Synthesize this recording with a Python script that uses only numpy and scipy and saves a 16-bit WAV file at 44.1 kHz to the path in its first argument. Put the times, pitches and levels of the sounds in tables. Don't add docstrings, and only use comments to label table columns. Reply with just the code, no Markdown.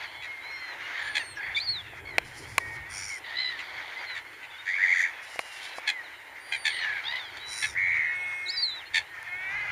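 import sys
import numpy as np
from scipy import signal
from scipy.fft import rfft, irfft
from scipy.io import wavfile
from scipy.ndimage import uniform_filter1d, minimum_filter1d

SR = 44100
rng = np.random.default_rng(int(sys.argv[2]) if len(sys.argv) > 2 else 0)


def to_linear_factor(level_db):
    exponent = np.asarray(level_db, float) / 20
    return 10 ** exponent


def log_audio(samples):
    frames = np.atleast_2d(samples).T
    limited = np.clip(frames, -1, 1)
    pcm = np.round(limited * 32767).astype(np.int16)
    wavfile.write(sys.argv[1], SR, pcm)


N = 428211

# (time [s], peak [dB], octave pitch [Hz], upper voice [dB], length [s])
BARKS = [(0.221, -32, 1990, -9.5, 0.061), (1.15, -20.5, 1707, -3, 0.055), (1.558, -41.5, 1937, 7.5, 0.071),
         (3.589, -32, 2000, -7.5, 0.045), (4.149, -31, 1834, -8.5, 0.067), (4.33, -44, 1736, -5, 0.037),
         (4.429, -34, 2020, -11.5, 0.044), (5.873, -21, 1713, -3.5, 0.052), (6.522, -19, 1610, -7.5, 0.061),
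         (6.6516, -15, 1773, -4.5, 0.058), (7.369, -36.5, 1805, -0.5, 0.022),
         (7.625, -18.5, 1750, -8, 0.051), (8.9424, -16.5, 1817, -5, 0.071)]
# (frequency [Hz], gain [dB])
BARK_THROAT = [(800, -10.5), (1300, -25.5), (1750, 8.5), (2100, 10), (2500, 6), (2900, -18.5)]
BARK_UPPER_THROAT = [(3000, 12), (3450, 8), (4400, 4.5), (5200, -13.5), (6100, -9.5), (7100, -6.5),
                     (9000, -15), (15500, -41)]
BARK_THROBS_PER_HZ, BARK_DROP = .0475, 0.082
LEAD_IN_DB, BARK_HOLD, BARK_END_DB, BARK_TAIL_S = -17.5, 0.56, -24, 0.024

# (time [s], pitch [Hz], level [dB])
LONG_RASP = [
    [(4.654, 1900, -46), (4.68, 1780, -29), (4.715, 2000, -28), (4.74, 2100, -29), (4.775, 2250, -30),
     (4.786, 1700, -30.5)],
    [(4.815, 1806, -25), (4.835, 2054, -18.5), (4.86, 1850, -23.5), (4.87, 1700, -30), (4.882, 2248, -24),
     (4.893, 2007, -23), (4.93, 2150, -21), (4.95, 1650, -31)],
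    [(4.971, 2045, -21), (4.982, 1750, -30), (4.994, 2050, -22.5), (5.005, 1850, -20), (5.016, 1650, -31),
     (5.039, 2150, -26), (5.05, 1900, -25), (5.065, 1718, -31.5), (5.115, 1900, -49)],
]
# (time [s], overtones [dB], shrill overtones [dB])
RASP_BEAK = [(4.654, -54, -62), (4.69, -46, -54), (4.77, -52, -64), (4.85, -46.5, -54), (4.95, -45, -49.5),
             (5.02, -43.5, -42), (5.06, -52, -53), (5.115, -63, -65)]
# (frequency [Hz], gain [dB])
LONG_RASP_THROAT = [(2800, -13), (3500, 6), (4050, -9), (4650, 1), (5100, -14)]
SHRILL_THROAT = [(5200, -12), (6200, 3), (7100, 1), (7700, -12), (9000, -14), (11500, -21), (14500, -27)]
RASP_THROBS_PER_S, RASP_SLOWING = 96, 21.5
RASP_CLIMB_HZ = 339.8
RASP_LOOP_LOW_HZ, RASP_LOOP_HZ, RASP_LOOP_DB = 1530, 800, -34

# (time [s], level [dB])
TRILL = [(7.75, -32), (7.775, -22), (7.95, -21.5), (8.05, -23.5), (8.12, -29), (8.19, -51)]
TRILL_FULL_DB, TRILL_LOW_HZ, TRILL_HZ_PER_DB = -19.5, 1750, 9
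SWING_HZ, SWING_FULL_HZ, SWING_POWER = 282.7, 618, 3.2
LOOPS_PER_S, LOOPS_SLOW = 98, 75

# (time [s], pitch [Hz], level [dB], upper voice [dB])
CRIES = [
    [(2.05, 1090, -49, -8), (2.09, 1100, -41, -12), (2.17, 935, -44, -17)],
    [(3.24, 980, -45, -13), (3.3, 923, -43, -20), (3.355, 971, -43, -11), (3.37, 1005, -37.5, 3.5),
     (3.42, 1017, -37, 3), (3.5, 997, -36.5, 1.5), (3.515, 960, -39, -12), (3.58, 858, -44, -20)],
]
# (frequency [Hz], gain [dB])
CRY_THROAT = [(800, -17), (1400, -24.5), (1800, 23), (2250, 5), (2650, -24), (2900, -53)]
CRY_UPPER_THROAT = [(2700, 22), (3100, 0.5), (3600, 30.5), (4200, 14.5), (4800, 7), (5600, -31),
                    (7500, -17)]
# (time [s], pitch [Hz], level [dB], upper voice [dB])
CLEAR_CRY = [
    [(7.035, 775, -60, 8), (7.06, 849, -47, 11), (7.08, 913, -37, 6.5), (7.115, 960, -37, -2),
     (7.135, 1008, -36.5, -13), (7.185, 1020, -36, -18), (7.2, 960, -43, -10)],
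    [(7.195, 925, -53, 7), (7.25, 842, -52, 9), (7.295, 770, -57, 1), (7.33, 720, -60, -6)],
]
# (frequency [Hz], gain [dB])
CLEAR_THROAT = [(700, -7), (1000, -13), (1400, -20), (1800, -6), (2100, 6), (2500, -6)]
CLEAR_UPPER_THROAT = [(2600, -15), (3000, -3), (3500, 10), (4200, -8), (4800, -7), (5400, -26), (6800, -32)]

# (time [s], length [s], octave pitch [Hz], peak [dB], upper voice [dB])
CROAKS = [
    (.99, 0.122, 1756, -39.5, -11),
]
# (time [s], length [s], octave pitch [Hz], peak [dB], upper voice [dB])
SLIDES = [(.8, 0.11, 2000, -51, -2), (.94, .21, 1900, -40.5, -7.5), (6.7, 0.15, 2202, -35.5, -3.5),
          (6.79, 0.22, 1810, -36, -13.5), (6.19, .3, 2150, -54, -29)]
# (time [s], length [s], octave pitch [Hz], peak [dB], upper voice [dB])
BUZZES = [(1.405, .145, 2000, -37, -40), (6.78, 0.223, 2250, -40, -14), (5.56, 0.18, 2300, -51.5, 4),
          (4.9, 0.117, 2500, -49, -30), (3.24, .37, 2000, -51, 3.5), (7.11, .09, 2300, -46.5, 4.5),
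          (3.62, .5, 2050, -48, -3.5)]
# (frequency [Hz], gain [dB])
SLIDE_UPPER_THROAT = [(2800, 6), (3300, 9), (4500, 3.5), (5100, -16), (6200, -20), (8000, -30)]

# (time [s], level [dB], top voice [dB], throb rate [1/s])
SCREECHES = [
    [(2.89, -64, -3, 104), (2.91, -53, -4, 104), (2.958, -43, -6, 98), (3.026, -40, -12, 108),
     (3.09, -41.5, -9, 108), (3.14, -47, -10, 89), (3.195, -57, -2, 97)],
    [(7.45, -66, -6, 100), (7.482, -47.5, -7, 98), (7.536, -41, -3.5, 100), (7.612, -43.5, -3.5, 103),
     (7.66, -44.5, -4, 100), (7.72, -54, -8, 120), (7.745, -56, -8, 107)],
]
# (frequency [Hz], gain [dB])
SCREECH_THROAT = [(1400, 12), (2200, 11.5), (3400, -11), (4700, 3.5), (5750, 16.5), (6300, -11),
                  (6900, 13.5), (7600, -20)]
SCREECH_TOP_THROAT = [(7800, 2), (9000, 14), (10300, 6), (11500, -8), (13500, -14)]
SCREECH_HZ, SCREECH_SAG_HZ_PER_S = 1165, 150
# (time [s], length [s], peak [dB], top voice [dB])
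FAR_SCREECHES = [
    (2.239, 0.537, -56.5, -4),
    (5.219, .58, -53.5, -4.5),
]
# (frequency [Hz], gain [dB])
FAR_THROAT = [(4000, 0), (5000, 7.5), (6600, -1), (7500, 6)]
FAR_TOP_THROAT = [(8200, 12), (8800, 3), (9600, -18), (10500, 13.5), (11600, -20)]
# (time [s], length [s], start [Hz], end [Hz], peak [dB])
THIN_SCREECHES = [(8.15, 0.406, 8600, 8500, -58.5), (1.355, 0.037, 5700, 5400, -54),
                  (1.355, .02, 3000, 2700, -53), (.99, .05, 7500, 6600, -52), (1.044, .05, 7200, 7000, -56),
                  (6.81, .06, 6100, 5600, -54), (1.19, 0.076, 6200, 6200, -59),
                  (1.545, .03, 7200, 6900, -53), (4.5, .04, 3600, 3400, -49), (8.15, 0.39, 5800, 5700, -63),
                  (8.47, .3, 7300, 7200, -61)]

# (time [s], length [s], start [Hz], end [Hz], peak [dB])
WHISTLES = [(.145, 0.11, 3450, 3340, -51.5), (0.548, 0.2, 3180, 3100, -55.5),
            (.82, 0.06, 2820, 2900, -46.5), (0.828, .05, 1436, 1460, -49), (.51, 0.097, 5550, 5460, -58),
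            (1.546, 0.026, 3520, 3585, -29), (3.974, 0.063, 4880, 4500, -53),
            (4.066, 0.086, 4230, 3830, -43), (4.535, 0.031, 3380, 3540, -48.5),
            (4.581, 0.038, 3670, 3710, -46.5), (5.3, 0.49, 2900, 2585, -52), (5.677, 0.11, 4080, 3950, -53),
            (6.033, .045, 4300, 3470, -53), (7.79, 0.17, 4060, 3880, -57.5),
            (8.478, 0.029, 6560, 7400, -47), (6.765, 0.064, 4420, 4110, -43),
            (6.81, 0.059, 3050, 2750, -42.5), (8.457, 0.023, 4100, 3700, -38),
            (8.79, 0.0394, 3560, 2690, -48), (8.855, 0.036, 4190, 4290, -50)]
# (time [s], length [s], held [Hz], end [Hz], peak [dB])
PIPINGS = [
    (7.394, 0.317, 3955, 3570, -41),
    (8.51, 0.292, 4030, 3630, -36),
]
# (time [s], pitch [Hz], level [dB])
ARCH = [(.39, 3750, -69), (.44, 3960, -49), (.5, 4170, -48), (.62, 4230, -51.5), (.7, 4130, -47),
        (.735, 3940, -53), (.75, 3600, -58)]
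# (time [s], pitch [Hz], level [dB])
REEDY = [
    [(1.02, 4640, -61), (1.322, 4270, -49.5), (1.37, 4000, -70)],
    [(6.38, 4470, -75), (6.41, 4650, -63), (6.46, 4750, -59), (6.654, 4560, -50), (6.77, 4410, -50.5),
     (6.82, 4130, -67)],
]
# (time [s], pitch [Hz], level [dB])
CHIRPS = [
    [(1.6, 4020, -30.5), (1.65, 4890, -40), (1.678, 4260, -32), (1.692, 4350, -24.5), (1.717, 4380, -31.5),
     (1.815, 3290, -41)],
    [(8.48, 3960, -35), (8.504, 4530, -27.5), (8.516, 5155, -42), (8.54, 5190, -41), (8.562, 5030, -39),
     (8.58, 4610, -27.5), (8.615, 4790, -34), (8.632, 4390, -23), (8.75, 3410, -47)],
]
PURE_OCTAVE_DB, REEDY_OCTAVE_DB, CHIRP_OCTAVE_DB = -38, 0.5, -31
CHIRP_FULL_DB = -25
CHIRP_WOBBLE, CHIRP_SETTLE_S = .03, .07

# (time [s], length [s], start [Hz], end [Hz], peak [dB])
MEWS = [(0.257, 0.202, 1080, 1033, -42), (0.454, 0.28, 1100, 942, -41.5), (1.368, 0.026, 844, 810, -34.5),
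        (1.393, 0.021, 838, 790, -32), (3.099, 0.084, 1114, 970, -38), (4.023, 0.16, 1054, 958, -43.5),
        (5.9, 0.12, 1065, 915, -39), (5.78, 0.12, 1134, 1117, -49), (.15, 0.1, 1070, 1200, -50),
        (6.8, .18, 900, 800, -33.5), (8.45, 0.207, 915, 1000, -46), (3.96, 0.046, 1000, 1100, -37.5),
        (9.09, 0.16, 933, 870, -45.5), (9.14, 0.11, 930, 880, -45.5), (9.265, 0.026, 920, 895, -38.5)]
# (time [s], length [s], start [Hz], end [Hz], peak [dB])
BRIGHT_MEWS = [
    (1.193, 0.0416, 947, 844, -34),
    (1.563, 0.0307, 1110, 1228, -25),
]
# (frequency [Hz], gain [dB])
BRIGHT_THROAT = [(1500, 5), (2200, 1), (2800, -5), (3500, -11), (4600, -11.5), (5800, -37), (7200, -28)]
# (time [s], pitch [Hz], sixth partial [dB])
WAILS = [
    [(2.6, 376.5, -49), (2.69, 373, -48), (2.85, 368.6, -52), (2.93, 408, -54)],
    [(7.95, 355, -48), (8.15, 363.4, -41.5), (8.44, 359.2, -45.5), (8.56, 372, -50), (8.7, 357, -60)],
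    [(9.22, 350, -67), (9.27, 355.5, -50), (9.32, 358, -45), (9.5, 388, -43.5), (9.57, 419, -40),
     (9.71, 406, -42.5)],
]
# (frequency [Hz], gain [dB])
WAIL_THROATS = [
    [(1400, -28), (1900, 15), (2250, 8.5), (2650, -36), (3500, -34)],
    [(1000, -43), (1450, -11.5), (1800, -4), (2170, 6), (2530, -4.5), (2900, -40), (3600, -34)],
    [(700, -5.5), (1100, -17), (1500, 1.5), (1900, 11.5), (2300, 13), (2750, -12), (3600, -64)],
]
WARBLE_FROM_HZ, WARBLE_PER_S, WARBLE = 400, 27, 0.025

# (time [s], peak [dB], low ring [dB], crack [dB], shell ring [dB])
SNAPS = [(1.934, -53, -42.5, -66, -60), (2.1826, -2.5, -22, -13, -31), (2.5809, -4, -28, -9.5, -15.5),
         (5.359, -43, -39, -35, -53), (5.392, -13.5, -28, -24.5, -27.5), (5.7832, -33, -33.5, -59, -32.5),
         (9.2286, -54, -52, -36, -65)]
# (frequency [Hz], level [dB], t60 [s])
CASE = [(2241, 22.5, 0.0029), (1750, -1, 0.0062), (4170, -1, 0.0064)]
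CASE_LOW = [(537, 20, 0.018), (721, 34.5, 0.011), (1036, 9, 0.029)]
SHELL = [(1073, 0, 0.016)]

# (time [s], level [dB])
FLOCK = [(0, -41.5), (.15, -46.5), (.6, -46), (.95, -38), (1.3, -45.5), (1.9, -47.5), (3.2, -46.5),
         (3.75, -41), (4.15, -43), (4.25, -48.5), (5.15, -45.5), (5.75, -44), (6.3, -47.5), (7.02, -42.5),
         (7.4, -45.5), (8.3, -45), (9.05, -47), (9.71, -40.5)]
# (frequency [Hz], density [dB per Hz])
BLUR = [(906, -9), (1130, -8), (2130, 3), (2900, -18), (6960, -25.5)]
# (frequency [Hz], density [dB per Hz])
LAP = [(120, -59), (200, -23.5), (358, -14.5), (906, 1), (1130, -10)]
LAP_DB, FLOCK_USUAL_DB, CHURN = -54, -45, 0.99
# (time [s], level [dB])
WASH = [(0, -67), (.75, -58.5), (1.5, -61.5), (2.4, -53.5), (3.1, -64.5), (3.8, -59.5), (4.6, -68),
        (7.8, -61.5), (9.3, -67), (9.71, -52.5)]
# (frequency [Hz], density [dB per Hz])
SLAP = [(190, -28), (260, -2.5), (350, 3.5), (500, -1.5), (700, -10.5)]
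# (frequency [Hz], density [dB per Hz])
HISS = [(6960, -26), (7900, -29), (8820, -28.5), (12700, -33), (15500, -33.5)]
HISS_DB = -65.5
# (time [s], level [dB])
GUSTS = [(0, -63), (.4, -68), (.95, -70), (1.1, -63.5), (1.7, -54), (2.46, -51), (3.03, -53.5), (3.19, -67),
         (5.9, -72), (6.65, -68), (6.84, -66), (7.952, -54.5), (8.52, -67.5), (9.4, -60.5), (9.71, -51.5)]
# (frequency [Hz], density [dB per Hz])
WIND = [(20, -15), (45, -12.5), (70, -3), (110, -2.5), (140, -5.5), (180, -22), (260, -19)]

NOTCH_HZ, NOTCH_WIDTH_HZ = 7820, 490
HEADROOM, TOP_HZ = 1.3, 15700
BUSY_DB, BUSY_S, BUSY_TOP_HZ = -33, .07, 13300
TOP_LOUD_DB = -70


def gain_at(shape, hz):
    f, db = np.transpose(shape)
    return to_linear_factor(np.interp(np.log(hz), np.log(f), db, left=-90, right=-90))


def noise(shape):
    hz = np.linspace(1, SR / 2, (N + 1) // 2 + 1)
    x = irfft(rfft(rng.standard_normal(N + 1)) * gain_at(shape, hz))[:N]
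    return x / x.std()


def walk(rate):
    k = max(int(SR / rate), 1)
    x = uniform_filter1d(uniform_filter1d(rng.standard_normal(N), k), k)
    return x / x.std()


def curve(rows):
    return np.interp(np.arange(N) / SR, *np.transpose(rows))


def play(rows, fade_s=0.003):
    s, *columns = np.transpose(rows)
    i = np.arange(int(s[0] * SR), min(int(s[-1] * SR), N))
    edge = np.clip(np.minimum(i - i[0], i[-1] - i) / (fade_s * SR), 0, 1)
    return i, edge, [np.interp(i / SR, s, c) for c in columns]


def note(s, length, start_hz, end_hz, db, sag=1.095, scoop=0., scoop_share=.1, peak=.5, attack_db=6, release_db=6):
    u = np.linspace(0, 1, 41)
    hz = start_hz + (end_hz - start_hz) * u ** sag
    hz = hz * (1 - scoop * np.exp(-u / scoop_share))
    attack = attack_db * (1 - u / peak) ** 2
    release = release_db * ((u - peak) / (1 - peak)) ** 2
    return np.transpose([s + u * length, hz, db - np.where(u < peak, attack, release)])


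def angle(hz):
    return 2 * np.pi * np.cumsum(hz) / SR


def stack(hz, throat):
    first = max(int(throat[0][0] / hz.max()), 1)
    k = np.arange(first, int(throat[-1][0] / hz.min()) + 1)[:, None]
    gain = gain_at(throat, k * hz[::16])
    gain = gain / np.sqrt(np.sum(gain ** 2, 0) / 2)
    gain = np.repeat(gain, 16, axis=1)[:, :len(hz)]
    return np.sum(gain * np.sin(k * angle(hz) + k * k), 0)


def syrinx(i, hz, chance, rate, sweep, depth, rough, flutter_db=3.0, hop=0., skew=0.88):
    slow, fast = chance[0][i], chance[1][i]
    turns = np.cumsum(rate * (1 + .08 * slow)) / SR
    phase = turns % 1
    held = fast[np.searchsorted(turns, np.floor(turns))]
    held = uniform_filter1d(held, size=160)
    flutter = held[::-1] if hop else slow[::-1]
    opening = 1.686 * np.sin(np.pi * phase ** skew) ** 1.11
    gate = (1 - depth + depth * opening) * to_linear_factor(flutter_db * flutter)
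    pitch = hz * (1 - sweep * np.cos(np.pi * phase) + rough * fast + hop * np.tanh(1.38 * held))
    return pitch, gate


def voice(i, hz, chance, upper_db, throat, upper_throat, **membrane):
    hz, gate = syrinx(i, hz, chance, **membrane)
    return gate * (stack(hz, throat) + to_linear_factor(upper_db) * stack(hz, upper_throat))


def barks(chance):
    out = np.zeros(N)
    for s, peak_db, hz, upper_db, length in BARKS:
        db = peak_db - 11.0
        rate = BARK_THROBS_PER_HZ * hz
        end = s + length
        rows = [(s - 1 / rate, db + 2 * LEAD_IN_DB), (s - .002, db + LEAD_IN_DB / 2), (s + 0.0015, db),
                (s + BARK_HOLD * length, db), (end, db + BARK_END_DB), (end + BARK_TAIL_S, db + 2 * BARK_END_DB)]
        i, edge, (swell_db,) = play(rows)
        hz = hz * (1 - BARK_DROP * np.clip((i / SR - s) / length, 0, 1.5) ** 1.63)
        main = voice(i, hz / 2, chance, upper_db, BARK_THROAT, BARK_UPPER_THROAT,
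                     rate=rate, sweep=-.015, depth=1.0, rough=0.013, flutter_db=2.0, skew=0.66)
        other = voice(i, .64 * hz, chance, upper_db - 0.5, BARK_THROAT, BARK_UPPER_THROAT,
                      rate=rate, sweep=0.064, depth=0.69, rough=0.051, flutter_db=1.5, skew=0.66)
        out[i] += edge * to_linear_factor(swell_db) * (main + to_linear_factor(-1.5) * other)
    return out


def long_rasp(chance):
    s, pitch_hz, level_db = np.vstack(LONG_RASP).T
    i, edge, (upper_db, shrill_db) = play(RASP_BEAK)
    rate = RASP_THROBS_PER_S - RASP_SLOWING * (i - i[0]) / SR
    phase = np.cumsum(rate) / SR % 1
    middle_s = i / SR + (.5 - phase) / rate
    db = np.interp(middle_s, s, level_db)
    arch = np.sin(np.pi * phase ** 1.3)
    shake = chance[1][i]
    gate = 1.35 * np.sin(np.pi * phase) ** 0.85
    hz = np.interp(middle_s, s, pitch_hz) + RASP_CLIMB_HZ * (arch - .75)
    hz = hz * (1 + .009 * shake)
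    loop_hz = (RASP_LOOP_LOW_HZ + RASP_LOOP_HZ * arch) * (1 + .03 * shake[::-1])
    x = to_linear_factor(db) * np.sqrt(2) * np.sin(angle(hz))
    x += to_linear_factor(np.minimum(db - 2.0, RASP_LOOP_DB)) * np.sqrt(2) * np.sin(angle(loop_hz))
    x += to_linear_factor(upper_db) * stack(hz / 5 * (1 + .04 * shake), LONG_RASP_THROAT)
    x += to_linear_factor(shrill_db) * stack(hz / 2 * (1 + .03 * shake), SHRILL_THROAT)
    out = np.zeros(N)
    out[i] = edge * gate * x
    return out


def trill(chance):
    i, edge, (db,) = play(TRILL)
    low_hz = TRILL_LOW_HZ + TRILL_HZ_PER_DB * (db - TRILL_FULL_DB)
    swing_hz = SWING_HZ + SWING_FULL_HZ * to_linear_factor(db - TRILL_FULL_DB) ** SWING_POWER
    rate = LOOPS_PER_S - LOOPS_SLOW * (i - i[0]) / SR
    phase = np.cumsum(rate * (1 + 0.039 * chance[0][i])) / SR % 1
    arch = np.sin(np.pi * phase ** 1.3)
    turn = angle((low_hz + swing_hz * arch) * (1 + 0.0226 * chance[1][i]))
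    gate = np.interp(phase, [0, .3, .58, .8, 1], [0.12, 1.55, 0.65, 0.89, 0.16])
    gate = uniform_filter1d(gate, size=40)
    line = np.sin(turn) + to_linear_factor(-29) * (1 - arch) * np.sin(2 * turn) + to_linear_factor(-36) * arch * np.sin(3 * turn)
    out = np.zeros(N)
    out[i] = edge * to_linear_factor(db) * gate * line
    return out


def cries(chance):
    out = np.zeros(N)
    for rows in CRIES:
        i, edge, (hz, db, upper_db) = play(rows)
        out[i] += edge * to_linear_factor(db) * voice(i, hz, chance, upper_db, CRY_THROAT, CRY_UPPER_THROAT,
                                         rate=62, sweep=.014, depth=.85, rough=.017, flutter_db=1.5)
    for rows, hoarse in zip(CLEAR_CRY, (2.7, 1.5)):
        i, edge, (hz, db, upper_db) = play(rows)
        out[i] += edge * to_linear_factor(db) * voice(i, hz, chance, upper_db, CLEAR_THROAT, CLEAR_UPPER_THROAT,
                                         rate=70, sweep=.008, depth=.3 * hoarse, rough=.007 * hoarse)
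    return out


def short_rasps(chance):
    out = np.zeros(N)
    croak = dict(rate=52, sweep=.04, depth=.9, rough=.02, hop=.04)
    slide = dict(rate=89, sweep=.04, depth=.5, rough=.025, hop=.035)
    buzz = dict(rate=95, sweep=.1, depth=.6, rough=.07, hop=.06)
    for rows, drop, throb in ((CROAKS, .06, croak), (SLIDES, .15, slide), (BUZZES, .04, buzz)):
        second = dict(throb, sweep=0.051, rough=0.047, hop=-0.0504)
        for s, length, top_hz, peak_db, upper_db in rows:
            end_hz = top_hz * (1 - drop)
            call = note(s, length, top_hz, end_hz, peak_db, sag=.8, peak=.4, attack_db=3, release_db=3)
            i, edge, (hz, db) = play(call)
            main = voice(i, hz / 2, chance, upper_db - 4.0, CRY_THROAT, SLIDE_UPPER_THROAT, **throb, flutter_db=1.5)
            other = voice(i, .43 * hz, chance, upper_db + 6, CRY_THROAT, SLIDE_UPPER_THROAT, **second)
            out[i] += edge * to_linear_factor(db) * (main + to_linear_factor(-9.5) * other)
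    return out


def screeches(chance):
    out = np.zeros(N)
    for rows in SCREECHES:
        i, edge, (db, top_db, rate) = play(rows, fade_s=0.006)
        hz = SCREECH_HZ - SCREECH_SAG_HZ_PER_S * (i - i[0]) / SR
        main = voice(i, hz, chance, top_db, SCREECH_THROAT, SCREECH_TOP_THROAT,
                     rate=rate, sweep=0.036, depth=.9, rough=0.035, flutter_db=1.5)
        other = voice(i, .62 * hz, chance, top_db, SCREECH_THROAT, SCREECH_TOP_THROAT,
                      rate=rate, sweep=0.05, depth=0.97, rough=0.0615)
        out[i] += edge * to_linear_factor(db) * (main + to_linear_factor(-3) * other)
    return out


def thin_screeches(chance):
    out = np.zeros(N)
    for row in THIN_SCREECHES:
        i, edge, (hz, db) = play(note(*row, peak=.5, attack_db=4, release_db=4))
        hz, gate = syrinx(i, hz, chance, rate=110, sweep=0.015, depth=0.74, rough=0.03)
        out[i] += edge * gate * to_linear_factor(db) * np.sin(angle(hz))
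    return out


def whistles(chance):
    out = np.zeros(N)
    pure = [note(*row, sag=1.2, peak=.6, attack_db=5, release_db=4) for row in WHISTLES]
    pure += [note(*row, sag=9.5, scoop=.065, scoop_share=.07, peak=.4, attack_db=9, release_db=8)
             for row in PIPINGS]
    pure.append(ARCH)
    for calls, octave_db in ((pure, PURE_OCTAVE_DB), (REEDY, REEDY_OCTAVE_DB)):
        for rows in calls:
            i, edge, (hz, db) = play(rows)
            turn = angle(hz * (1 + 0.0029 * chance[1][i]))
            out[i] += edge * np.sqrt(2) * to_linear_factor(db) * (np.sin(turn) + to_linear_factor(octave_db) * np.sin(2 * turn))
    return out


def chirps(chance):
    out = np.zeros(N)
    for rows in CHIRPS:
        i, edge, (hz, db) = play(rows)
        wobble = CHIRP_WOBBLE * np.exp((i[0] - i) / SR / CHIRP_SETTLE_S) * chance[1][i + SR // 8]
        turn = angle(hz * (1 + 0.0029 * chance[1][i] + wobble))
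        octave = to_linear_factor(CHIRP_OCTAVE_DB + (db - CHIRP_FULL_DB) / 5) * np.sin(2 * turn)
        out[i] += edge * np.sqrt(2) * to_linear_factor(db) * (np.sin(turn) + octave)
    return out


def mews(chance):
    out = np.zeros(N)
    shape = dict(sag=1.5, peak=.35, attack_db=4, release_db=5)
    for row in BRIGHT_MEWS:
        i, edge, (hz, db) = play(note(*row, **shape))
        out[i] += edge * to_linear_factor(db) * stack(hz * (1 + 0.015 * chance[1][i]), BRIGHT_THROAT)
    for row in MEWS:
        i, edge, (hz, db) = play(note(*row, **shape))
        out[i] += edge * to_linear_factor(db) * voice(i, hz, chance, -36.0, CRY_THROAT, CRY_UPPER_THROAT,
                                         rate=90, sweep=.004, depth=.15, rough=.004, flutter_db=1.5)
    return out


def wails(chance):
    out = np.zeros(N)
    for rows, throat in zip(WAILS, WAIL_THROATS):
        i, edge, (hz, db) = play(rows, fade_s=0.005)
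        pushed = np.clip((hz - WARBLE_FROM_HZ) / 8, 0, 1)
        hz = hz * (1 + WARBLE * pushed * np.sin(2 * np.pi * WARBLE_PER_S * i / SR))
        level = to_linear_factor(db + 8.0 + 0.63 * chance[0][i])
        out[i] += edge * level * stack(hz * (1 + 0.0076 * chance[1][i]), throat)
    return out


def far_screeches(chance):
    out = np.zeros(N)
    for s, length, peak_db, top_db in FAR_SCREECHES:
        call = note(s, length, 560, 555, peak_db, peak=0.48, attack_db=6, release_db=8)
        i, edge, (hz, db) = play(call, fade_s=0.012)
        out[i] += edge * to_linear_factor(db) * voice(i, hz, chance, top_db, FAR_THROAT, FAR_TOP_THROAT,
                                         rate=120, sweep=0.046, depth=0.38, rough=0.076)
    return out


def snaps():
    out, t = np.zeros(N), np.arange(2048) / SR
    rise = 1 - np.exp(-t / 0.0031)
    crack_band = signal.butter(2, (3500, 10500), "band", fs=SR)
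    crack_fade = np.exp(-t / 0.00045) + to_linear_factor(-11.0) * np.exp(-t / 0.00098)

    def ring(modes):
        x = rise * sum(to_linear_factor(db) * np.sin(2 * np.pi * hz * t) * 1000. ** (-t / t60) for hz, db, t60 in modes)
        x = x + 0.26 * np.roll(x, int(0.00342 * SR))
        return x / np.abs(x).max()

    for s, db, low_db, crack_db, shell_db in SNAPS:
        crack = signal.lfilter(*crack_band, rng.standard_normal(len(t))) * rise * crack_fade
        snap = to_linear_factor(db) * ring(CASE) + to_linear_factor(low_db + 6.5) * ring(CASE_LOW)
        snap += to_linear_factor(crack_db + 18.5) * crack + to_linear_factor(shell_db) * ring(SHELL)
        out[int(s * SR):][:len(t)] += snap
    return out


def far_flock(count=9):
    out = np.zeros(N)
    for _ in range(count):
        drift = 1.6 * np.tanh(walk(3.5) / 1.6)
        chance = walk(40.5), walk(700)
        hz, gate = syrinx(np.arange(N), 950 * (1 + 0.15 * drift), chance,
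                          rate=97, sweep=0.0069, depth=0.61, rough=.035)
        turn = angle(hz)
        bird = to_linear_factor(-24.0) * np.sin(turn) + np.sin(2 * turn) + np.sin(3 * turn) + to_linear_factor(-3.5) * np.sin(4 * turn)
        out += gate * to_linear_factor(6.1 * walk(4.6)) * bird
    return out / out.std()


def flock_blur():
    return to_linear_factor(curve(FLOCK)) * (to_linear_factor(-5.5) * far_flock() + to_linear_factor(2 * walk(31.0)) * noise(BLUR))


def water():
    lap_db = LAP_DB + CHURN * (curve(FLOCK) - FLOCK_USUAL_DB)
    lapping = to_linear_factor(lap_db + 2 * walk(15.0)) * noise(LAP)
    return lapping + to_linear_factor(HISS_DB + 0.23 * walk(11)) * noise(HISS)


def wash():
    return to_linear_factor(curve(WASH) - 1.5 + 2.9 * walk(15.5)) * noise(SLAP)


def wind():
    return to_linear_factor(curve(GUSTS) + 2 * walk(22)) * noise(WIND)


def scene():
    chance = walk(45), walk(652)
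    sources = (barks, long_rasp, trill, cries, short_rasps, screeches, thin_screeches,
               whistles, chirps, mews, wails, far_screeches)
    birds = sum(source(chance) for source in sources)
    t = np.arange(8192) / SR
    smear = rng.standard_normal(len(t)) * 1000. ** (-t / .15) * to_linear_factor(-40)
    birds = birds + signal.fftconvolve(birds, smear)[:N]
    return (birds + snaps() + flock_blur() + water() + wash() + wind())[None]


def band_limit(x):
    return signal.sosfilt(signal.butter(12, 16800, fs=SR, output="sos"), x)


def record(dry):
    x = np.tanh(HEADROOM * dry) / HEADROOM
    x = signal.lfilter(*signal.iirnotch(NOTCH_HZ, NOTCH_HZ / NOTCH_WIDTH_HZ, SR), x)
    x = signal.sosfilt(signal.ellip(8, .2, 60, TOP_HZ, fs=SR, output="sos"), x)
    hold = int(BUSY_S * SR)
    busy = minimum_filter1d(uniform_filter1d(x ** 2, hold // 2), hold) > to_linear_factor(2 * BUSY_DB)
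    busy = np.minimum(4 * uniform_filter1d(1. * busy, hold), 1)
    top = signal.sosfiltfilt(signal.ellip(8, .01, 50, BUSY_TOP_HZ, "high", fs=SR, output="sos"), x)
    faint = uniform_filter1d(top ** 2, hold // 3) < to_linear_factor(2 * TOP_LOUD_DB)
    faint = uniform_filter1d(1. * faint, hold // 8)
    return band_limit(x - busy * faint * top)


dry = scene()
out = record(dry)
log_audio(out)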